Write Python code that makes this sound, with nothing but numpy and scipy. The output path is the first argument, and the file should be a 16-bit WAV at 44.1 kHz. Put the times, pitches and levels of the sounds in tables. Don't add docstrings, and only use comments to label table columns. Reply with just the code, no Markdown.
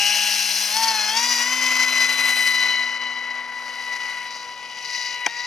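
import sys
import numpy as np
from scipy.fft import rfft, irfft, next_fast_len
from scipy.io import wavfile
from scipy.ndimage import map_coordinates

SR = 44100
rng = np.random.default_rng(int(sys.argv[2]) if len(sys.argv) > 2 else 0)


def to_wav(s):
    ch = np.atleast_2d(s).T
    pcm = np.round(np.clip(ch, -1, 1) * 32767)
    wavfile.write(sys.argv[1], SR, pcm.astype(np.int16))


N = 240913

# frequency in Hz, level in dB.
FIELD_SPECTRUM = [(20, -21), (50, -6), (80, -8), (130, -0.5), (300, 0), (500, 4.5), (1000, 5.5),
                  (4000, -51), (15000, -45)]
TYRE_SPECTRUM = [(40, -33), (150, -14), (350, -12), (550, 4), (800, 0), (1500, -40), (15000, -99)]

# time in seconds, side shown (0 rolling, 1 lifting, 2 tail-on), remoteness 0-1.
FLIGHT_PATH = [(0, 0, 0.06), (.35, -0.07, 0.0011), (.62, 0.12, 0.048), (.8, 0.84, 0.0092), (1.35, 1.74, 0),
               (1.7, 2.17, 0.025), (2.15, 2, 0.043), (2.6, 2.2, 0.48), (3.1, 3, 0.77), (5.46, 1.4, 0.99)]
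# start in seconds, length in seconds, shaft speed change in Hz.
THROTTLE_MOVES = [(-.07, .23, 5.6), (.686, .124, 17.3), (.865, .144, -12.7), (1.061, .214, 31.4),
                  (1.295, .144, -4.2), (1.375, .168, 14.25)]
# time in seconds, notch in Hz, echo gain.
GROUND_NOTCH = [(2.4, 2800, 0), (3.6, 2690, 0.4), (4.3, 2400, 0), (4.6, 1870, 0.47), (4.85, 1450, .5),
                (5.25, 1220, 0.46)]
# centre and half-width in seconds, whine and hiss drops in dB.
LEVEL_DIPS = [(1.909, 0.017, 11.5, 6), (2.154, 0.056, 4, 0), (2.282, 0.012, 7, 1), (2.366, 0.011, 12, 4)]
# frequency in Hz, left minus right in dB.
PAN_LEVEL = [(100, .5), (300, 1), (700, 1.2), (960, 2.2), (1200, 5), (2000, 6.5), (5000, 6), (8000, 3.8),
             (13000, 3.4)]
# frequency in Hz, left lead in radians.
PAN_PHASE = [(100, -0.37), (1000, 0.29), (3100, 0.57), (3700, 0.74), (4300, 1), (6500, -0.4), (8400, 0.99),
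             (15000, -0.0054)]

# start in seconds, level in dB, high-pass and low-pass corners in Hz.
STRIKE_BLOWS = [(5.2629, -17.5, 2800, 7000), (5.2654, -13.2, 200, 3800), (5.2725, -28, 200, 700),
                (5.2785, -32, 200, 500)]
# frequency in Hz, width in Hz, gain in dB.
AIRFRAME_MODES = [(330, 350, -11), (720, 45, 0), (860, 60, 2), (1050, 200, -7), (1560, 380, -1),
                  (2370, 330, 4.5), (3300, 200, -1), (4900, 800, -10), (6100, 550, -2), (9800, 1500, -21)]

# frequency in Hz, then rolling, tail-on and remote levels in dB.
BODY_SPECTRA = [(150, -39, -31, -23), (380, -39, -18.5, -26), (554, -16.5, -6, -5.5), (867, -3, -4.5, -2),
                (1120, -7, 1.5, -1.5), (1206, -8.5, -4.5, -0.5), (1495, -1.5, 4, 4.5), (1756, -4.5, -5, -3),
                (1953, 3, 3.5, 6.5), (2600, 0, 1, 3.5), (2800, 1.5, -1.5, -2), (3517, 2.5, -7, -5.5),
                (4030, -44, -41, -39)]
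HISS_SPECTRA = [(3270, -55, -57, -55), (3720, 1, -6, -1), (3940, 6.5, 0, 4.5), (4250, 4, -1.5, 2.5),
                (4620, 5.5, 8, 11), (4940, 6, 7, 7.5), (5460, 8.5, 5, 5), (6000, 8.5, 9.5, 5),
                (6730, 0, -2, -5), (7430, -9, -2.5, -10), (7750, -9, -17, -20), (8100, -54, -60, -99)]
FIZZ_SPECTRA = [(6350, -41, -11.5, -9), (8200, -2, 2.5, 3.5), (8750, 4.5, 4, 6.5), (10060, -7.5, -0.5, 1),
                (10600, 3.5, 5.5, 4.5), (11830, 2.5, 0, -1), (13000, -9, -2.5, -9), (14300, -7, -2, -4),
                (15800, -15, -15, -22)]
# time in seconds, level in dB.
HISS_ENVELOPE = [(0, -26.5), (1.12, -28.5), (1.29, -24.5), (1.55, -28), (2, -27.5), (2.16, -31.5),
                 (2.6, -31), (2.8, -36.5), (3.06, -41.5), (3.49, -48), (3.7, -43), (4.05, -39),
                 (4.24, -44.5), (4.35, -37.5), (4.47, -44.5), (4.73, -43.5), (4.95, -32.5), (5.1, -32.5),
                 (5.23, -46), (5.35, -36), (5.46, -37.5)]
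FIZZ_ENVELOPE = [(0, -35.5), (.8, -33.5), (1.03, -40), (1.3, -37.5), (1.6, -41), (2.08, -39), (2.22, -37),
                 (2.45, -34.5), (2.56, -41), (2.72, -49), (3.05, -60), (3.5, -62), (3.72, -56), (4.05, -54),
                 (4.5, -61.5), (4.75, -60), (4.97, -53.5), (5.2, -58), (5.46, -60)]

# shaft order, then rolling, lifting and tail-on gains in dB.
OVERTONE_ORDERS = [(3, -26, -18.5, -36), (5, -42, -13, -41), (6, -27, -14.5, -13.5), (7, -39, -14, -42),
                   (10, -14.5, -8, -5.5), (11, -14, -22, -14), (13, -4, -14, -24), (14, -6.5, -7, -12.5),
                   (15, -10.5, -12, -30)]
RASP_ORDERS = [(20, -9, -2.5, -8.5), (22, -13, -16, -24), (24, -9, -6, -5), (26, -8, -13, -28),
               (28, -5, -12, -18), (30, -12, -24, -24), (32, -14, -36, -25), (36, -24, -31, -29),
               (40, -21, -30, -32), (42, -19, -35, -35), (44, -19, -31, -23), (48, -26, -29, -33)]
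# centre and half-width in seconds, rasp rise in dB.
RASP_SURGES = [(1.171, 0.0077, 10.5), (1.239, 0.0091, 7), (1.295, 0.01, 7.5), (1.37, 0.011, 5.5),
               (1.433, 0.0089, 8)]
# centre and half-width in seconds, multiple of shaft speed, level in dB.
LIFTOFF_WHISTLES = [(.9, 0.088, 18.8, -35), (0.986, 0.037, 19.55, -27), (1.13, 0.051, 14.8, -31)]
# time in seconds, level in dB.
WAKE_CUT_ENVELOPE = [(0, -32.5), (.32, -40), (.66, -51), (.73, -36.5), (.79, -24), (.89, -25),
                     (1.04, -36.5), (1.17, -27), (1.3, -33.5), (1.85, -36.5), (2.12, -46), (2.6, -37),
                     (3.3, -40), (4.5, -39), (4.72, -43.5), (5.2, -38)]
WHINE_ENVELOPE = [(0, -35), (.33, -36.5), (.56, -43), (.99, -34.5), (1.14, -35.5), (1.38, -29.5),
                  (1.47, -26), (1.63, -25), (1.85, -21), (2.5, -20.5), (2.77, -24), (2.85, -27),
                  (3.07, -31), (3.29, -31), (3.54, -35.5), (3.75, -35), (3.95, -30), (4.15, -32),
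                  (4.3, -38.5), (4.47, -42), (4.83, -38), (4.96, -33), (5.46, -33.5)]
FIFTH_ENVELOPE = [(0, -35), (.65, -45), (1, -35.5), (1.2, -38.5), (1.45, -34), (2.1, -37), (2.75, -31.5),
                  (2.85, -36.5), (3.05, -38), (3.5, -50.5), (4.05, -42), (4.45, -49), (5.15, -40.5),
                  (5.46, -50)]
OCTAVE_ENVELOPE = [(0, -48), (.85, -53), (1, -41), (1.6, -43), (1.9, -31.5), (2.3, -31), (2.75, -31.5),
                   (2.85, -39), (3.45, -53), (4, -48), (4.7, -55), (4.95, -45), (5.3, -47)]

SHAFT_HZ, STANDSTILL_END_S = 202, 0.66
GETAWAY_S, DOPPLER_DROP, DOPPLER_LAG_S = 1.66, 0.0364, 1.53
STALL_HZ, STALL_DB, BRAKE_S, RECOVER_S = 15.5, 4.5, 0.017, 0.06
SWITCH_HZ, SWITCH_DB, SWITCH_FADE_DB_PER_S = 7940, -47, 18
SCRAPE_GAIN, SCRAPE_DECAY_S, BLOW_S = 0.6, 0.0018, 0.003
RATTLE_DB, RATTLE_HZ, RATTLE_WIDTH_HZ, RATTLE_T60_S = -25, 790, 560, 0.036
HUM_DB, HUM_DB_PER_HZ, HUM_FADE_DB_PER_S = -53.5, 0.2075, 7
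OVERTONE_DB, OVERTONE_FAR_LOSS_DB, STANDSTILL_BOOST_DB = -31, 6.5, 7.5
SHRIEK_ORDER, SHRIEK_BOOST_DB = 14, 6.5
BODY_DB, BODY_FAR_LOSS_DB, WHINE_MID_DB = -30.5, 8, -32
TOP_HZ = 15850


def amp(db):
    return 10 ** (np.asarray(db) / 20)


def unit(x):
    return x / np.sqrt(np.mean(np.abs(x) ** 2) + 1e-20)


def along(table, hz, column=1):
    columns = np.transpose(table)
    return np.interp(np.log(hz + 1), np.log(columns[0] + 1), columns[column])


def curves(table):
    times_s, *columns = np.transpose(table)
    return [np.interp(np.arange(N) / SR, times_s, column) for column in columns]


def bump(centre_s, half_width_s):
    return np.exp(-((np.arange(N) / SR - centre_s) / half_width_s) ** 2)


def since(start_s):
    return np.maximum(np.arange(N) / SR - start_s, 0)


def wobble(rate_hz):
    coarse = np.linspace(0, N, 8192)
    knots = rng.standard_normal(int(N * rate_hz / SR) + 4)
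    smooth = map_coordinates(knots, [coarse * rate_hz / SR])
    return unit(np.interp(np.arange(N), coarse, smooth))


def filtered(x, response):
    size = next_fast_len(N + 8192)
    return irfft(rfft(x, size) * response(np.fft.rfftfreq(size, 1 / SR)), size)[..., :N]


def highpass(hz, corner_hz):
    return 1j * hz / (corner_hz + 1j * hz)


def resonance(hz, centre_hz, width_hz):
    return 1j * hz * width_hz / (centre_hz ** 2 - hz ** 2 + 1j * hz * width_hz)


def tone(angle, order, smear_rad):
    rate_hz = 14 + 0.9 * order
    eddies = unit(wobble(rate_hz) + (0.2 + 0.03 * order) * wobble(6 * rate_hz))
    strength = 1 + np.minimum(smear_rad, 0.25) * wobble(2 * rate_hz)
    phase = order * angle + smear_rad * eddies + rng.uniform(0, 2 * np.pi)
    return np.sqrt(2) * strength * np.cos(phase)


def skirt(angle, order, width_hz):
    baseband = wobble(width_hz) + 1j * wobble(width_hz)
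    return unit((baseband * np.exp(1j * order * angle)).real)


def facing(levels_db, side):
    return sum(amp(db) * np.clip(1 - np.abs(side - k), 0, 1) for k, db in enumerate(levels_db))


def field():
    pair = rng.standard_normal(N) + 0.3 * rng.standard_normal((2, N))
    return amp(-53.5) * unit(filtered(pair, lambda hz: amp(along(FIELD_SPECTRUM, hz))))


def standing():
    return np.cos(np.pi / 2 * np.minimum(since(0) / STANDSTILL_END_S, 1)) ** 2


def ground_run(angle):
    howl = amp(-31) * standing() * skirt(angle, order=13, width_hz=800)
    t = since(0)
    switching = tone(2 * np.pi * SWITCH_HZ * t, order=1, smear_rad=0.25)
    switching *= amp(SWITCH_DB - SWITCH_FADE_DB_PER_S * t)
    rumble = unit(filtered(rng.standard_normal(N), lambda hz: amp(along(TYRE_SPECTRUM, hz))))
    return howl + switching + amp(-52) * bump(centre_s=0.85, half_width_s=0.23) * rumble


def strike():
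    out = np.zeros(N)
    t = np.arange(4096) / SR
    hz = np.fft.rfftfreq(len(t), 1 / SR)
    airframe = sum((-1) ** k * amp(db) * resonance(hz, centre_hz, width_hz)
                   for k, (centre_hz, width_hz, db) in enumerate(AIRFRAME_MODES))
    for start_s, db, low_hz, high_hz in STRIKE_BLOWS:
        scrape = rng.standard_normal(len(t)) * np.exp(-t / SCRAPE_DECAY_S)
        force = (t == 0) + SCRAPE_GAIN * scrape / np.linalg.norm(scrape)
        band = highpass(hz, low_hz) * highpass(hz, 130) / (1 + 1j * hz / high_hz)
        crack = irfft(rfft(force) * airframe * band)
        crack *= np.sqrt(BLOW_S * SR) / np.linalg.norm(crack)
        out[round(start_s * SR):][:len(t)] += amp(db) * crack
    return out


def rattle():
    age_s = since(STRIKE_BLOWS[1][0])
    shaking = rng.standard_normal(N) * (age_s > 0) * amp(-60 * age_s / RATTLE_T60_S)
    panel = lambda hz: resonance(hz, RATTLE_HZ, RATTLE_WIDTH_HZ) * highpass(hz, 130) ** 2
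    return amp(RATTLE_DB) * filtered(shaking, panel) * np.sqrt(SR / (np.pi * RATTLE_WIDTH_HZ))


def stall():
    age_s = since(STRIKE_BLOWS[0][0])
    return np.minimum(age_s / BRAKE_S, 1) * np.exp(-np.maximum(age_s - BRAKE_S, 0) / RECOVER_S)


def shaft_speed_hz():
    speed_hz = SHAFT_HZ - STALL_HZ * stall()
    for start_s, length_s, change_hz in THROTTLE_MOVES:
        progress = np.minimum(since(start_s) / length_s, 1)
        speed_hz += change_hz * progress ** 2 * (3 - 2 * progress)
    receding = 1 - np.exp(-since(GETAWAY_S) / DOPPLER_LAG_S)
    return speed_hz * (1 - DOPPLER_DROP * receding)


def buffet(side, remote):
    depth_db = 0.45 + 0.4 * side * (1 - 0.6 * remote)
    return amp(depth_db * wobble(60))


def ground_bounce(pair):
    notch_hz, gain = curves(GROUND_NOTCH)
    n = np.arange(N)
    echo = np.array([np.interp(n - SR / (2 * notch_hz), n, channel) for channel in pair])
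    return (pair + gain * echo) / np.sqrt(1 + gain ** 2)


def chopped_air(speed_hz, likeness):
    noise = rng.standard_normal(N)
    quarter_turn_samples = SR / (4 * speed_hz)
    for k in (1, 2):
        noise += likeness ** k * map_coordinates(noise, [np.arange(N) - k * quarter_turn_samples])
    return unit(noise)


def wash_levels_db(remote):
    swing_db = curves(WHINE_ENVELOPE)[0] - WHINE_MID_DB
    stall_db = 0.5 * STALL_DB * stall()
    dip_db = sum(db * bump(s, width_s) for s, width_s, _, db in LEVEL_DIPS)
    body_db = BODY_DB - BODY_FAR_LOSS_DB * remote + (0.19 + 0.2 * remote) * swing_db - dip_db / 2
    hiss_db = curves(HISS_ENVELOPE)[0] - dip_db
    fizz_db = curves(FIZZ_ENVELOPE)[0]
    return body_db - stall_db, hiss_db - stall_db, fizz_db - stall_db


def propeller_wash(angle, speed_hz, side, remote):
    body_db, hiss_db, fizz_db = wash_levels_db(remote)
    tail_on = np.clip(side / 2, 0, 1)
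    bursts_db = (4.2 - tail_on) * np.cos(4 * angle) + (3.2 - 0.78 * tail_on) * np.cos(2 * angle)
    flutter_db = 0.98 * wobble(500) + 0.5 * wobble(110)
    air = chopped_air(speed_hz, likeness=0.27 + 0.069 * remote)

    def band(spectra, depth, spread):
        def colours(hz):
            inside = (hz > spectra[0][0] / 2) & (hz < spectra[-1][0])
            return np.array([[inside * amp(along(spectra, hz, column))] for column in (1, 2, 3)])

        pair = air + spread * rng.standard_normal(N) * np.array([[1], [-1]])
        pair *= amp(depth * (bursts_db + flutter_db))
        near, away, far = map(unit, filtered(pair, colours))
        return (1 - tail_on) * near + tail_on * ((1 - remote) * away + remote * far)

    body = amp(body_db) * ground_bounce(band(BODY_SPECTRA, depth=0.62, spread=0.12))
    hiss = amp(hiss_db) * band(HISS_SPECTRA, depth=1.6, spread=0.17)
    fizz = amp(fizz_db) * band(FIZZ_SPECTRA, depth=0.99, spread=0.3)
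    return body + hiss + fizz


def propeller_rasp(angle, side, remote):
    hiss_db = wash_levels_db(remote)[1]
    surge_db = sum(db * bump(s, width_s) for s, width_s, db in RASP_SURGES)
    ragged_db = 2.5 * np.clip(1.3 - np.abs(side - 1.1), 0, 1) * wobble(70)
    gain = amp(hiss_db + surge_db + ragged_db - 10 * remote)
    lifting = np.clip(np.minimum(side, 4 * (1.6 - side)), 0, 1)
    smear_rad = 0.2 + 0.45 * lifting + remote
    return gain * sum(facing(levels_db, side) * tone(angle, order, smear_rad)
                      for order, *levels_db in RASP_ORDERS)


def whistles(angle):
    return sum(amp(db) * bump(s, width_s) * tone(angle, order, smear_rad=0.81)
               for s, width_s, order, db in LIFTOFF_WHISTLES)


def overtones(angle, side, remote):
    swing_db = curves(WHINE_ENVELOPE)[0] - WHINE_MID_DB
    level_db = OVERTONE_DB + STANDSTILL_BOOST_DB * standing() - STALL_DB * stall()
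    level_db += remote * (0.66 * swing_db - OVERTONE_FAR_LOSS_DB)
    out = np.zeros(N)
    for order, *levels_db in OVERTONE_ORDERS:
        scatter = remote * (order / OVERTONE_ORDERS[-1][0]) ** 2
        shriek_db = SHRIEK_BOOST_DB * standing() * (order == SHRIEK_ORDER)
        gain = amp(level_db + shriek_db - 10 * scatter) * facing(levels_db, side)
        out += gain * tone(angle, order, smear_rad=0.21 + 1.1 * scatter)
    return out


def whine(angle, remote):
    stall_db = STALL_DB * stall()
    dip_db = sum(db * bump(s, width_s) for s, width_s, db, _ in LEVEL_DIPS)
    whine_db = curves(WHINE_ENVELOPE)[0] - dip_db - stall_db
    fifth_db = curves(FIFTH_ENVELOPE)[0] - stall_db
    octave_db = curves(OCTAVE_ENVELOPE)[0] - stall_db
    skirt_db = -14.5 + remote * (7 + 0.27 * (whine_db - WHINE_MID_DB))
    out = amp(whine_db) * tone(angle, order=8, smear_rad=0.05 + 0.03 * remote)
    out += amp(fifth_db) * tone(angle, order=12, smear_rad=0.15 + 0.1 * remote)
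    out += amp(octave_db) * tone(angle, order=16, smear_rad=0.12 + 0.85 * remote ** 4)
    out += amp(whine_db + skirt_db) * skirt(angle, order=8.3, width_hz=270)
    out += amp(fifth_db + skirt_db + 3) * skirt(angle, order=11.9, width_hz=260)
    return out + amp(octave_db - 7 + 8 * remote) * skirt(angle, order=16.25, width_hz=260)


def propeller_tones(angle, speed_hz, side, remote):
    hum_db = HUM_DB + HUM_DB_PER_HZ * (speed_hz - SHAFT_HZ) - HUM_FADE_DB_PER_S * since(GETAWAY_S)
    blade_db = -67 + 13.6 * np.minimum(side, 1) - 8.1 * remote
    wake_cut_db = curves(WAKE_CUT_ENVELOPE)[0] - 2 * STALL_DB * stall()
    out = amp(hum_db) * tone(angle, order=1, smear_rad=0.04) + whine(angle, remote)
    out += amp(blade_db) * tone(angle, order=2, smear_rad=0.19)
    out += amp(wake_cut_db) * tone(angle, order=4, smear_rad=0.06)
    return out + overtones(angle, side, remote) + whistles(angle)


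def scene():
    speed_hz = shaft_speed_hz()
    side, remote = curves(FLIGHT_PATH)
    angle = 2 * np.pi * np.cumsum(speed_hz * (1 + 0.0004 * wobble(25))) / SR
    tones = propeller_tones(angle, speed_hz, side, remote) + propeller_rasp(angle, side, remote)
    propeller = buffet(side, remote) * (tones + propeller_wash(angle, speed_hz, side, remote))
    aircraft = propeller + ground_run(angle) + strike() + rattle()
    left = lambda hz: 2 / (1 + amp(-along(PAN_LEVEL, hz)) * np.exp(-1j * along(PAN_PHASE, hz)))
    return filtered(aircraft, lambda hz: np.array([left(hz), 2 - left(hz)])) + field()


def record(dry):
    return filtered(dry, lambda hz: hz < TOP_HZ)


dry = scene()
out = record(dry)
to_wav(out)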